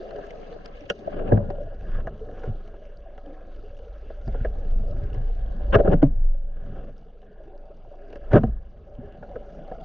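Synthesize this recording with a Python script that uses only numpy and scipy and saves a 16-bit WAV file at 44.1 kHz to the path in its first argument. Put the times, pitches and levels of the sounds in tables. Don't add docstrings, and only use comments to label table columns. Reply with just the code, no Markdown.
import sys
import numpy as np
from scipy import signal
from scipy.io import wavfile
from scipy.ndimage import uniform_filter1d

SR = 44100
rng = np.random.default_rng(int(sys.argv[2]) if len(sys.argv) > 2 else 0)


def inscribe(sig):
    pcm = np.round(np.clip(np.atleast_2d(sig).T, -1, 1) * 32767)
    wavfile.write(sys.argv[1], SR, pcm.astype(np.int16))


def natural_amplitude(level_db):
    exponent = np.asarray(level_db, float) / 20
    return 10 ** exponent


N = 433944
RING_S = 0.12
WOBBLE = 0.042


def along(table):
    s, *columns = np.transpose(table)
    return [np.interp(np.arange(N) / SR, s, column) for column in columns]


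def unit(x):
    return x / np.sqrt(np.mean(x ** 2))


def walk(rate):
    hold = int(SR / rate)
    steps = np.repeat(rng.standard_normal(N // hold + 1), hold)
    smooth = uniform_filter1d(uniform_filter1d(steps, hold), hold)
    return unit(smooth[:N])


def bandpass(x, order, edges_hz):
    return signal.sosfilt(signal.butter(order, edges_hz, "bandpass", fs=SR, output="sos"), x)


# t/s, f/Hz, level/dB (rms, before flutter)
POLE_SWAY = [(0.0, 23.87, -47), (0.74, 23.47, -41), (0.98, 22.15, -57), (1.23, 23.57, -29),
             (1.6, 23.52, -29.5), (1.82, 23.56, -40.5), (1.94, 23.33, -21.5), (2.11, 22.08, -36),
             (2.4, 22.36, -39), (2.53, 24.42, -29), (2.75, 22.39, -41.5), (4.0, 22.06, -40.5),
             (4.16, 26.14, -34.5), (4.4, 27.08, -25), (4.56, 23.76, -31), (4.72, 23.54, -18.5),
             (5.0, 23.21, -23), (5.2, 26.2, -29.5), (5.37, 26.5, -25), (5.52, 25.47, -33.5),
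             (5.78, 24.47, -22), (5.9, 22.47, -22), (6.2, 22.29, -17.5), (6.6, 21.93, -27),
             (7.2, 22.03, -46), (8.22, 22.22, -40.5), (8.33, 21.66, -25.5), (8.6, 22.57, -30.5),
             (8.78, 21.83, -47), (9.84, 22.9, -40)]
# t/s, pole shudder level/dB, deep rumble level/dB, higher rumble level/dB
EDDIES = [(0.0, -50, -73, -61), (1.089, -53.5, -58, -55), (1.31, -46, -29.5, -35.5), (1.7, -47, -52, -58),
          (2.05, -31.5, -38, -43.5), (2.27, -45, -49.5, -49.5), (3.258, -49, -69.5, -75),
          (4.03, -41, -59, -68.5), (4.41, -24, -62, -48.5), (4.75, -33.5, -43.5, -46.5),
          (5.0, -29.5, -36.5, -58.5), (5.36, -28.5, -40.5, -62), (5.55, -34, -48, -52.5),
          (5.73, -24.5, -38.5, -57), (5.92, -33.5, -33.5, -30), (6.221, -34.5, -47.5, -59.5),
          (6.48, -45, -51, -60), (6.799, -43, -43.5, -46), (7.0, -50.5, -69, -59),
          (7.969, -54.5, -60, -69.5), (8.472, -33, -55, -51.5), (8.749, -46.5, -53, -63.5),
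          (9.84, -49.5, -64.5, -47.5)]


def pole():
    hz, db = along(POLE_SWAY)
    level = np.sqrt(2) * natural_amplitude(db + 2.2 * walk(9.8))
    sway = level * np.sin(2 * np.pi * np.cumsum(hz) / SR)
    eddies = bandpass(rng.standard_normal(N), 3, [19, 60])
    first = unit(signal.lfilter(*signal.iirpeak(25, 0.47, fs=SR), eddies))
    second = unit(signal.lfilter(*signal.iirpeak(47, 12.0, fs=SR), eddies))
    shudder = unit(0.57 * first + 3.1 * second + 2.6 * unit(eddies))
    return sway + natural_amplitude(along(EDDIES)[0]) * shudder


def water():
    surge = walk(13)
    out = 0
    for db, edges_hz in zip(along(EDDIES)[1:], ((66, 117.0), (135, 228.0))):
        rumble = unit(bandpass(rng.standard_normal((2, N)), 2, edges_hz))
        flicker_db = 2.5 * surge + 2.5 * walk(20)
        mid_side_db = np.array([[0], [-12]])
        out = out + natural_amplitude(db + flicker_db + mid_side_db) * rumble
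    return out


def ring(modes):
    t = np.arange(int(RING_S * SR)) / SR
    responses = []
    for k, (hz, width, db) in enumerate(modes):
        strength = (-1) ** k * natural_amplitude(db) * np.sqrt(width)
        swell = 1 - np.exp(-t * hz / 0.14)
        responses.append(strength * np.exp(-np.pi * width * t) * np.sin(2 * np.pi * hz * t) * swell)
    return np.array(responses)


# f/Hz, width/Hz, level/dB (within the group)
HOLLOW_MODES = [(297, 229, -3), (415.3, 36.3, -3.5), (468, 51, -5), (575, 33.4, -1), (657.3, 37, -7.5),
                (753.7, 47.4, -8.5)]
BRIGHT_MODES = [(1044, 190, -4), (1300, 72, -3.5), (1435, 75, -4), (1650, 132, -0.5)]
UPPER_MODES = [(2104, 460, -1), (2675, 150, -3.5), (2883, 230, -0.5), (3405, 480, -6)]
TOP_MODES = [(3860, 1200, 3.5), (4780, 330, -2.5), (5760, 1100, -0.5), (6700, 500, -19)]
# f/Hz, width/Hz, level/dB (re a 100 Hz wide mode at the group's first f)
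OPPOSED_MODES = [
    [(230, 100, -20), (450, 230, 0), (730, 180, -8.5)],
    [(1080, 160, 4.5), (1500, 300, -17)],
    [(1990, 250, 2.5), (2800, 250, 4.5)],
    [(4200, 500, 0.5), (5900, 600, -6.5)],
]


def housing():
    groups = (HOLLOW_MODES, BRIGHT_MODES, UPPER_MODES, TOP_MODES)
    body = []
    for shared, opposed in zip(groups, OPPOSED_MODES):
        reference = ring([(shared[0][0], 100, 0)])[0]
        modes = ring(shared)
        modes = modes / np.linalg.norm(modes.sum(axis=0))
        body.append((modes, ring(opposed).sum(axis=0) / np.linalg.norm(reference)))
    return body


def clicks(per_s, spread_db):
    out = np.zeros(N)
    count = int(per_s * N / SR)
    places = rng.integers(0, N, count)
    out[places] = natural_amplitude(spread_db * np.minimum(rng.exponential(size=count), 4.0))
    return out


def grains(per_s, spread_db, tail_s):
    return unit(signal.lfilter([1], [1, -np.exp(-1 / (tail_s * SR))], clicks(per_s, spread_db)))


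# t/s, hollow modes level/dB, upper modes level/dB
WATER_RUSH = [(0.0, -38, -66.5), (0.96, -48, -67), (1.31, -32, -75), (1.67, -46.5, -73), (2.3, -47, -72),
              (2.9, -51, -74.5), (3.94, -52.5, -71), (4.38, -45.5, -69.5), (5.51, -47, -71),
              (5.89, -34, -69.5), (6.08, -54.5, -82.5), (6.52, -60, -80.5), (6.71, -60, -74),
              (7.15, -53.5, -78.5), (7.89, -49, -76.5), (8.3, -41, -69.5), (8.58, -55.5, -79.5),
              (9.84, -41.5, -69)]


def flow_levels():
    hollow, upper = along(WATER_RUSH)
    bright = hollow + 0.53 * (upper - hollow) - 3
    top = 1.258 * upper + 12.5
    return hollow, bright, upper, top


def rush(body):
    reef = grains(15.0, 3.0, 0.003)
    gust = walk(6.5)
    t = np.arange(int(RING_S * SR)) / SR
    crackle_db, bubble_db = (-18.5, -15.5, -12, -9.5), (-3.5, -5.5, -4, -5)
    swirl_db = (2.8, 2.5, 1.2, 1.4)
    out = np.zeros((2, N))
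    groups = zip(body, flow_levels(), scrapes(), crackle_db, bubble_db, swirl_db)
    for (modes, opposed), db, drag, group_crackle_db, group_bubble_db, group_swirl_db in groups:
        flow, other_flow = rng.standard_normal((2, N))
        crackle = reef + grains(20.0, 3.5, 0.004)
        common = natural_amplitude(0.83 * gust + 2.1 * walk(18)) + natural_amplitude(group_crackle_db) * crackle
        for rank, mode in enumerate(modes):
            bubbles = grains(35.0, 3.0, 0.006)
            swirl = natural_amplitude(db - 5.5 + group_swirl_db * walk(7))
            force = swirl * (common + natural_amplitude(group_bubble_db) * bubbles)
            force = force + drag * natural_amplitude(-2.5 - 0.5 * rank)
            soft = mode * (1 - np.exp(-t / 0.0004))
            soft = soft * np.linalg.norm(mode) / np.linalg.norm(soft)
            out[0] += signal.oaconvolve(flow * force, soft)[:N]
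        out[1] += signal.oaconvolve(other_flow * force, opposed)[:N]
    return out


# t/s, level/dB (before swell and flutter),
# f/Hz (at the start, before wobble), fade by 60 dB/s (before flutter)
FREE_BUBBLES = [(0.0, -21.5, 411, 0.076), (0.012, -35, 546, 0.17), (0.135, -25.5, 565, 0.12),
                (0.81, -35, 297, 0.13), (2.211, -30.5, 430, 0.13), (2.74, -41, 544, 0.086),
                (3.265, -35, 293, 0.36), (3.29, -37, 544, .15)]


def bubbles_free():
    out = np.zeros(N + SR)
    t = np.arange(SR) / SR
    for s, db, hz, t60 in FREE_BUBBLES:
        pitch = hz * (1 + 0.28 * t + WOBBLE * walk(50)[:SR])
        fade = natural_amplitude(db - 60 * t / t60 + 3.5 * walk(40)[:SR])
        swell = 1 - np.exp(-t / 0.0081)
        start = int(s * SR)
        out[start:start + SR] += np.sin(2 * np.pi * np.cumsum(pitch) / SR) * fade * swell
    return out[:N]


# t/s, level/dB (before swell), f/Hz
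REEF_SNAPS = [(0.1082, -42, 4200), (0.268, -45, 6900), (0.6594, -30, 4920), (0.7776, -45, 3000),
              (0.8081, -41, 5540), (0.991, -44, 3570), (1.2905, -42, 2600), (1.8088, -47, 2660),
              (2.972, -49, 4600), (3.261, -49, 3060), (3.548, -48, 3000), (3.768, -46, 2820),
              (4.2782, -42.5, 4710), (5.1013, -46.5, 2850), (4.911, -49, 5200), (5.1307, -42, 2800),
              (5.1422, -42, 5320), (5.4615, -48, 3200), (5.7105, -45, 4300), (6.98, -50, 5230),
              (7.218, -53, 2970), (7.578, -54, 4800), (7.655, -56, 4650), (7.77, -57, 5300),
              (8.952, -50, 3030), (9.1232, -48, 2920), (9.679, -47, 4300), (9.8106, -46, 3400)]


def snaps():
    out = np.zeros(N + SR)
    t = np.arange(int(RING_S * SR)) / SR
    grits = rng.standard_normal((len(REEF_SNAPS), len(t)))
    for (s, db, hz), grit in zip(REEF_SNAPS, grits):
        crack = unit(bandpass(grit, 1, [1500, 6000]))
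        roughness = 0.44 * uniform_filter1d(grit, size=20) * np.sqrt(20)
        tone = np.sin(2 * np.pi * hz * t) * (1 + roughness)
        envelope = natural_amplitude(db - 60 * t * hz / 31) * (1 - np.exp(-t / 0.00069))
        start = int(s * SR)
        out[start:start + len(t)] += (tone + natural_amplitude(-14) * crack) * envelope
    return out[:N]


# t/s (contact 2.957 ms sooner), hollow modes peak level/dB,
# bright modes level/dB re hollow, upper modes level/dB re hollow
HOUSING_KNOCKS = [(0.109, -40, -2.5, -13), (0.189, -28.5, -24, -54), (0.309, -39, -36, -1),
                  (0.562, -30.5, -30, -46), (0.659, -41, 0, -1), (0.808, -45, -31, -10),
                  (0.903, -17, -4, -3), (1.076, -18, -33, -41), (1.323, -8.5, -16, -33),
                  (1.376, -22.5, -13.5, -50), (1.505, -22, -16.5, -24), (1.987, -29.5, -12, -42),
                  (2.074, -21.5, -8, -25.5), (2.29, -30.5, -13.5, -41), (2.438, -26.5, -12.5, -32),
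                  (2.679, -42, -15, -8), (2.742, -39.5, -12, -27), (2.855, -59, -21, 5),
                  (3.181, -37.5, -8.5, -11), (4.103, -28.5, -18, -43), (4.279, -28.5, -18, -30),
                  (4.346, -25.5, -17.5, -50), (4.451, -19, -11.5, -55), (5.149, -37, -13.5, -10.5),
                  (5.606, -34.5, -16, -31), (5.755, -3, -8, -29), (5.801, -13, -32.5, -38.5),
                  (5.85, -17, -20.5, -36.5), (5.877, -10, -15.5, -48), (5.935, -13, -17, -28.5),
                  (6.029, -13.5, -48, -24), (8.13, -35, -12, -11.5), (8.159, -32.5, -9.5, -14),
                  (8.334, -8.5, -13.5, -48), (8.358, -3, -38.5, -43), (8.437, -16, -11.5, -27),
                  (9.229, -31, -11.5, -46), (9.359, -23.5, -14, -35), (9.717, -24.5, -21, -47)]


def knocks(body):
    out = np.zeros((2, N + SR))
    lead = RING_S / 4
    t = np.arange(int(RING_S * SR)) / SR - lead
    rattle_t60_s = (0.049, 0.04, 0.03, 0.034)
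    grits = rng.standard_normal((len(HOUSING_KNOCKS), len(t)))
    for (s, db, bright_db, upper_db), grit in zip(HOUSING_KNOCKS, grits):
        creak = 0.23 * rng.random()
        top_db = 0.94 * upper_db - 8.5
        levels_db = db + np.array([0, bright_db, upper_db, top_db])
        start = int((s - 0.002957 - lead) * SR)
        for (modes, opposed), group_db, t60 in zip(body, levels_db, rattle_t60_s):
            rattle = natural_amplitude(-60 * np.maximum(t, 0) / t60)
            force = grit * np.where(t < 0, creak * np.exp(t / 0.0038), rattle)
            force[len(t) // 4] += 4.0
            weighed = natural_amplitude(3.0 * grit[:len(modes)]) @ modes
            sound = signal.fftconvolve(force[None], np.array([weighed, opposed]), axes=1)
            out[:, start:start + sound.shape[1]] += natural_amplitude(group_db) * sound / np.abs(sound[0]).max()
    return out[:, :N]


# t/s, level/dB (of the blow, before mode levels, swell and flutter),
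# main mode f/Hz (settled, before wobble), main mode fade by 60 dB/s (before flutter), overtones level/dB
MOUNT_THUDS = [(0.905, -28, 182, 0.062, -18), (1.327, -5, 105, 0.2, -5.5), (1.385, -24, 115, 0.074, -8.5),
               (2.475, -17.5, 103.6, 0.15, -8), (4.272, -27, 110.4, 0.15, -4.5),
               (4.405, -28, 110.6, 0.13, -3.5), (4.706, -34, 89, 0.12, -7), (4.9, -28, 90.6, 0.23, -26),
               (5.029, -21, 89, 0.077, -21), (5.753, -5, 110.7, 0.058, 0), (5.884, -9, 151, 0.14, -12.5),
               (5.938, -6, 141, 0.075, -7), (6.029, -6, 139.7, 0.12, -2), (8.311, -17.5, 59.6, 0.069, -24),
               (8.335, -9.5, 109.7, 0.14, 0), (8.36, -8, 145, 0.11, -5), (8.388, -19, 215.7, 0.24, -19),
               (8.435, -13.5, 115.8, 0.13, -2.5), (8.458, -18, 48.6, 0.47, -17),
               (8.986, -28, 114, 0.094, -2)]
# f ratio to the main mode, level/dB re the blow, pitch excess at the blow (share),
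# fade time ratio to the main mode, factor on the blow's overtone level/dB
MOUNT_MODES = [(.44, 0.5, 0.3, 0.36, 0), (1, 1.5, 0.095, 1.0, 0), (1.9, 4, 0.15, 1, 2),
               (3.6, -1, 0.044, 0.15, 1)]


def thuds():
    out = np.zeros(N + SR)
    t = np.arange(SR) / SR
    grits = rng.standard_normal((len(MOUNT_THUDS), SR))
    for (s, db, main_hz, t60, over_db), grit in zip(MOUNT_THUDS, grits):
        at = slice(int(s * SR), int(s * SR) + len(t))
        churn = unit(bandpass(grit, 2, [0.55 * main_hz, 1.43 * main_hz]))
        out[at] += churn * natural_amplitude(db - 10.5 - 60 * t / (t60 * 1.37)) * (1 - np.exp(-t / 0.0024))
        for ratio, mode_db, excess, lasts, share in MOUNT_MODES:
            sag = excess * np.exp(-t / (0.14 * t60 * lasts))
            hz = ratio * main_hz * (1 + sag + WOBBLE * walk(50)[:SR])
            level_db = db + mode_db + share * over_db
            fade = natural_amplitude(level_db - 60 * t / (t60 * lasts) + 2.3 * walk(60)[:SR])
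            swell = 1 - np.exp(-t * ratio * main_hz / 0.35)
            out[at] += np.sin(2 * np.pi * np.cumsum(hz) / SR) * fade * swell
    return out[:N]


# start t/s, end t/s (a short release follows),
# hollow, bright, upper and top modes level/dB (drive, before jerks and mode weights)
DRAGGING = [(1.04, 1.32, -39.5, -56, -65, -86), (1.828, 1.999, -53.5, -52.5, -69, -93),
            (2.285, 2.485, -49, -61, -69.5, -88), (3.212, 3.32, -48.5, -78, -94, -99),
            (5.717, 5.753, -15.5, -22, -35, -63), (5.773, 5.805, -18, -40, -53, -72),
            (5.84, 5.879, -19, -39, -56.5, -80), (5.886, 5.94, -22, -44.5, -59.5, -81),
            (6.01, 6.034, -22.5, -37.5, -56, -76), (6.475, 6.695, -52.5, -70, -80, -99),
            (6.64, 6.889, -44.5, -62.5, -74, -97), (8.299, 8.378, -13.5, -24, -41.5, -57.5),
            (8.453, 8.5, -48, -65, -78, -94.5)]


def scrapes():
    t = np.arange(N) / SR
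    out = np.zeros((4, N))
    for start, end, *group_db in DRAGGING:
        length = end - start
        press = (t - start) / (0.45 * length)
        release = (end - t) / (0.003 + 0.16 * length) + 1
        touch = np.clip(np.minimum(press, release), 0, 1) ** 2
        out += natural_amplitude(np.array(group_db))[:, None] * touch
    return out * natural_amplitude(4.0 * walk(150))


def scene():
    body = housing()
    shell = water() + rush(body) + knocks(body)
    thud, sway = thuds(), pole()
    mid = shell[0] + thud + sway + snaps() + bubbles_free()
    low_side = 0.28 * uniform_filter1d(shell[0], size=13)
    side = shell[1] + low_side + 0.15 * np.roll(thud, 40) + 0.03 * np.roll(sway, 300)
    return np.array([mid + side, mid - side])


def top_cut(x):
    return signal.sosfilt(signal.butter(12, 13000, fs=SR, output="sos"), x)


# t/s, side level/dB
STEREO_WIDTH = [(0, -5.5), (1.4, -1.5), (2.3, -31.5), (2.6, -73), (4.0, -51), (4.2, -18.5), (5.1, -7.5),
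                (6.1, -7), (6.9, -45), (7.0, -84)]


def record(dry):
    mid = (dry[0] + dry[1]) / 2
    side = (dry[0] - dry[1]) / 2 * natural_amplitude(along(STEREO_WIDTH)[0])
    membrane = signal.butter(5, 7200, fs=SR, output="sos")
    dull = signal.sosfilt(membrane, np.array([mid + side, mid - side]))
    rounded = 1.05 * np.tanh(dull / 1.05)
    return top_cut(rounded)


dry = scene()
out = record(dry)
inscribe(out)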